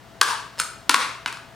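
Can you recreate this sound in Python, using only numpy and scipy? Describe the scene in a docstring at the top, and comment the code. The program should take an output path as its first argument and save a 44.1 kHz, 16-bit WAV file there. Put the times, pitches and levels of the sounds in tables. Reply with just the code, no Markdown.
"""A room hums softly, then a block heel stamps on a flattened metal can on a tiled floor, at about 0.2 s.
Near 0.6 s the heel lifts with a faint rub, and the metal springs back and rings freely.
A second stamp follows near 0.9 s; the metal springs back again and ticks until about 1.4 s.
Each buckle is a short crack through the can's damped shell, with a floor thud, answered by a hard, echoing room.
A gain control ducks on loud peaks, and what slips past it is clipped."""
import sys
import numpy as np
from scipy import signal
from scipy.fft import rfft, irfft, next_fast_len
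from scipy.io import wavfile
from scipy.ndimage import uniform_filter1d, minimum_filter1d, map_coordinates

SR = 44100
rng = np.random.default_rng(int(sys.argv[2]) if len(sys.argv) > 2 else 0)


def output_pcm(signal):
    """Save a mono or channel-first signal as 16-bit PCM at the path in sys.argv[1].

    Samples are clipped to [-1, 1] before scaling.
    """
    pcm = np.clip(np.atleast_2d(signal).T, -1, 1) * 32767
    wavfile.write(sys.argv[1], SR, np.round(pcm).astype(np.int16))


N = 68355
T = np.arange(N) / SR  # time of each sample in seconds
SIZE = 2 * next_fast_len(N)  # padded length, so that filtering does not wrap around
HZ = np.fft.rfftfreq(SIZE, 1 / SR)


def amp(db):
    """Turn decibels into gain."""
    return 10 ** (np.asarray(db) / 20)


def unit(x):
    """Scale a sound to an rms of 1."""
    return x / np.sqrt(np.mean(x ** 2) + 1e-20)


def along(points, hz=HZ):
    """Join (Hz, value) points by straight lines on a logarithmic frequency axis."""
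    point_hz, value = np.transpose(points)
    return np.interp(np.log(hz + 1), np.log(point_hz + 1), value)


def filtered(x, response):
    """Pass a sound through a frequency response."""
    return irfft(rfft(x, SIZE) * response, SIZE)[..., :N]


def causal(gain):
    """Give a gain curve the timing of a struck body, which never sounds before its cause."""
    cepstrum = irfft(np.log(np.maximum(gain, 1e-6)), SIZE)
    # Fold the backward half of time onto the forward half.
    cepstrum[1:SIZE // 2] *= 2
    cepstrum[SIZE // 2 + 1:] = 0
    return np.exp(rfft(cepstrum))


def delay(seconds):
    """Give the frequency response of a pure delay."""
    return np.exp(-2j * np.pi * HZ * seconds)


def resonance(hz, width_hz):
    """Give the gain of one damped resonance, which is 1 at its peak."""
    damping = HZ * width_hz
    return damping / np.hypot(hz ** 2 - HZ ** 2, damping)


# How alike the diffuse sound is on the left and right.
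# Each row: frequency in Hz, likeness from 0 (unrelated) to 1 (the same).
LEFT_RIGHT_LIKENESS = [(100, 0.72), (1200, 0.83), (4000, 0.75), (8000, 0.64), (13000, .05)]


def stereo_noise():
    """Make diffuse sound as two close microphone ports hear it: much alike, less so in the treble."""
    turn = np.arccos(np.clip(along(LEFT_RIGHT_LIKENESS), -1, 1)) / 2
    mid_and_side = np.array([np.cos(turn), np.sin(turn)])
    mid, side = filtered(rng.standard_normal((2, N)), mid_and_side)
    return np.array([mid + side, mid - side])


# Colour of the room air.
# Each row: frequency in Hz, relative level in dB per Hz.
AIR_COLOUR = [(15, -40), (25, -14), (114, -2), (180, -2.5), (270, -6), (545, -9), (677, -6), (887, -8),
              (1890, -11.5), (2550, -18), (2910, -15), (11000, -30), (16000, -30)]


def room_air():
    """Shape diffuse noise into the steady, mostly low rush of the room."""
    air_db = -48.5  # rms
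    return amp(air_db) * unit(filtered(stereo_noise(), amp(along(AIR_COLOUR))))


# Tones of the appliance hum.
# Each row: frequency in Hz, rms level in dB before the left-right balance.
HUM_TONES = [(60, -63.5), (121, -58), (667.5, -57.5)]


def appliance_hum(waver_hz=2):
    """Add steady tones whose pitches each wander slightly on their own."""
    hum = 0
    for hz, db in HUM_TONES:
        drift = map_coordinates(rng.standard_normal(40), [T * 10])  # smooth curve, ten random points a second
        phase = 2 * np.pi * np.cumsum(hz + waver_hz * drift) / SR
        hum = hum + amp(db) * unit(np.sin(phase))
    return hum


# How long the echo lasts.
# Each row: frequency in Hz, time to fall by 60 dB in seconds.
ECHO_FALL = [(100, 0.17), (400, 0.57), (1100, 0.49), (2500, 0.56), (5000, 0.5), (9000, 0.43), (15000, 0.34)]
# Colour of the echo tail.
# Each row: frequency in Hz, relative level in dB.
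ECHO_COLOUR = [(100, 3.5), (1000, -2), (4000, -4.5), (9000, -1.5), (15000, -4)]
# First echoes from the walls.
# Each row: delay in seconds, level in dB relative to the direct sound.
FIRST_ECHOES = [(0.0131, -16.5), (.018, -12)]


def room():
    """Answer a sound with two first echoes and a diffuse tail that fades at its own pace in each band."""
    tail_db, build_s = -0.5, 0.002  # tail level before its colour, time constant of its rise
    hz, t, bands = signal.stft(stereo_noise(), SR, nperseg=256)
    fading = amp(-60 * t / along(ECHO_FALL, hz)[:, None])
    tail = signal.istft(bands * fading, SR, nperseg=256)[1][:, :N]
    tail = tail * (1 - np.exp(-T / build_s))
    diffuse = rfft(tail, SIZE) / np.linalg.norm(tail[0]) * amp(tail_db + along(ECHO_COLOUR))
    early = sum(amp(db) * delay(s) for s, db in FIRST_ECHOES)
    return diffuse + early


# Colour of the heel rubbing on metal.
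# Each row: frequency in Hz, relative level in dB.
SCUFF_COLOUR = [(200, -19), (800, -3), (1400, 0), (2200, -8), (5000, -11), (9000, -22), (16000, -30.5)]


def scuff(grain_db=5):
    """Rub the heel on the metal as its weight comes off: grainy noise that swells and fades."""
    centre_s, length_s, scuff_db = 0.59, 0.047, -47  # level before the swell and the room
    roughness = unit(uniform_filter1d(rng.standard_normal(N), 90))  # varies over about 2 ms
    grains = amp(grain_db * roughness)
    rub = unit(filtered(grains * rng.standard_normal(N), amp(along(SCUFF_COLOUR))))
    swell = np.exp(-((T - centre_s) / length_s) ** 2)
    return filtered(amp(scuff_db) * rub * swell, 1 + room())


def crack(length_s, count=4):
    """Make a brief rush of tiny snaps, flattening its spectrum and shortening it in turn."""
    t = T[:SR // 10]
    gate = np.exp(-(t / max(length_s, .0004)) ** 4)
    snaps = rng.standard_normal(len(t))
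    for _ in range(count):
        phase = np.angle(rfft(snaps * gate))
        snaps = irfft(np.exp(1j * phase), len(t))  # keep the timing, even out the spectrum
    snaps = snaps * np.sqrt(gate)
    return rfft(snaps / np.linalg.norm(snaps), SIZE)


# Tones of the can when the heel is off it.
# Each row: frequency in Hz, share of the energy in dB, time to fall by 60 dB in seconds.
CAN_TONES = [(2463, -12, 0.03), (4370, -10.5, 0.012), (5146, -15.5, 0.18), (6630, -9.5, 0.018),
             (7540, -9, 0.013), (8420, -8, 0.0069), (8830, -10, 0.035), (10570, -9, .008),
             (14500, -18, 0.0052)]


def ringing():
    """Ring the free can: each tone of the metal dies away at its own pace."""
    t = T[:SR // 2]
    ring = 0
    for hz, db, fall_s in CAN_TONES:
        fading = amp(db - 60 * t / fall_s)
        ring = ring + fading * np.sin(2 * np.pi * hz * t) / np.sqrt(fall_s * SR)  # long tones start softer
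    return rfft(ring, SIZE)


# Basic colour of a crack.
# Each row: frequency in Hz, relative level in dB.
CRACK_COLOUR = [(40, -46), (120, -33.5), (250, -22), (500, -18.5), (720, -16.5), (950, -1.5), (1900, -7.5),
                (2700, -6.5), (4300, -5.5), (6000, -11.5), (7500, -13.5), (9800, -13.5), (12000, -22.5),
                (16000, -29.5)]
# The moments when the metal buckles or rocks.
# Each row: start in seconds, level in dB before the common force, crack length in seconds,
# clank lift in dB, treble lift in dB, thud level in dB, thud pitch in Hz, shell pitch in Hz,
# shell level in dB, upper shell pitch in Hz, upper shell level in dB, free ringing level in dB.
# The lifts and the levels after the first are relative to the buckle.
METAL_BUCKLES = [ (.2122, -11, 0.0034, 4, 5, -28, 410, 1070, -4, 1530, -19, -50),
                 (0.214, 2, 0.0047, -2.5, 0, -11.5, 440, 1142, 7.5, 1586, 4, -48),
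                 (0.3077, -22, 0.0038, -19, -1, -19, 408, 1000, 17, 1660, 7, -45),
                 (0.5875, -27.5, 0.014, -1, 1, -30, 400, 2760, 10, 5180, 13, 1),
                 (0.5989, -17, 0.0041, -1.5, 1, -28, 381, 1320, 9, 1460, 10, 5.5),
                 (0.8943, -3.5, 0.0017, -1.5, 2.5, -6.5, 303, 1000, -11, 1370, -5, -48.5),
                 (0.8966, -2, 0.0028, 3, -1.5, -5.5, 266.4, 990, -7, 1380, 5.5, -45),
                 (0.9421, -12.5, 0.003, 0, 3, 0, 249, 1080, 16.5, 1260, 7.5, -55),
                 (.9441, -4, .002, 8.5, 0, -5, 500, 1126, 5.5, 1440, 5, -45),
                 (1.009, -20.5, 0.0052, -11, -17, -17, 293, 1080, 4, 2120, 6, -47),
                 (1.2603, -15, 0.0012, 3, -9, -13.5, 273, 1040, -0.5, 1513, 2.5, -36),
                 (1.2620, -24, 0.00092, 7, -8, -20, 280, 1170, 0.5, 2970, 5, -45),
                 (1.2764, -23, 0.011, -1.5, -3.5, -11, 283, 1430, -2, 2530, 7, -38),
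                 (1.3262, -28.5, .004, 0.5, 2.5, -4, 270, 1120, -3, 1616, 5, -45),
                 (1.37, -27, 0.0087, -17, -9, -17, 282, 1250, 3, 1540, 1, -43)]


def can(force_db=29):
    """Let each buckle crack through the damped shell, thud on the floor and fill the room."""
    treble = along([(2800, 0), (9600, 1)])  # the treble lift fades in between these Hz
    clank = resonance(2040, 1020)
    thud_width_hz, shell_width_hz, upper_width_hz = 91, 198, 231
    total = 0
    for (start_s, db, length_s, clank_db, treble_db, thud_db, thud_hz,
         shell_hz, shell_db, upper_hz, upper_db, ring_db) in METAL_BUCKLES:
        snap = amp(along(CRACK_COLOUR) + clank_db * clank + treble_db * treble)
        thud = amp(thud_db) * resonance(thud_hz, thud_width_hz) ** 2
        shell = amp(shell_db) * resonance(shell_hz, shell_width_hz) ** 2
        upper_shell = amp(upper_db) * resonance(upper_hz, upper_width_hz) ** 2
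        damped = causal(np.linalg.norm([snap, thud, shell, upper_shell], axis=0))  # energies add
        body = damped + amp(ring_db) * ringing()
        struck = amp(db + force_db) * crack(length_s) * body
        total = total + struck * delay(start_s) * (1 + room())
    return irfft(total, SIZE)[:, :N]


# Left-right balance.
# Each row: frequency in Hz, level of left over right in dB.
LEFT_OVER_RIGHT = [(100, 4), (400, 7), (1100, 4.5), (2200, 2), (6000, .4), (13000, 1.5)]
# Phase between the two microphone ports.
# Each row: frequency in Hz, lead of the left port in radians.
LEFT_PORT_LEAD = [(100, -0.65), (2000, 0.37), (5000, 0.31), (8000, -0.2), (10000, -0.73), (14000, -1.7)]


def scene():
    """Mix background, scuff and can, then lean the sound to the left in level and phase."""
    side = np.array([[.5], [-.5]])  # half the difference goes to each side
    ports = amp(along(LEFT_OVER_RIGHT) * side) * np.exp(1j * along(LEFT_PORT_LEAD) * side)
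    background = room_air() + appliance_hum()
    return filtered(background + scuff() + can(), ports)


def record(dry):
    """Duck loud peaks and recover steadily, clip what slips past, then cut off the top treble."""
    limit_db, attack_s, hold_s, recover_db_per_s = -7.5, 0.0012, 0.028, 134
    look_ahead_s, top_hz = 0.00059, 16100
    pole = np.exp(-1 / (attack_s * SR))
    power = signal.lfilter([1 - pole], [1, -pole], np.mean(dry ** 2, axis=0))
    level_db = 10 * np.log10(power + 1e-12)
    over_db = np.maximum(level_db - limit_db, 0)
    # Hold the largest excess of the last moments.
    half_hold = int(hold_s * SR / 2) + 1
    held_db = -minimum_filter1d(-over_db, 2 * half_hold + 1, origin=half_hold)
    # Let the ducking fall no faster than the recovery.
    recovery_db = recover_db_per_s * T
    duck_db = np.maximum.accumulate(held_db + recovery_db) - recovery_db
    duck_db = np.interp(T + look_ahead_s, T, duck_db)  # ducking comes slightly early
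    clipped = np.clip(dry * amp(-duck_db), -1, 1)
    return filtered(clipped, 1 / (1 + (HZ / top_hz) ** 120))


dry = scene()
out = record(dry)
output_pcm(out)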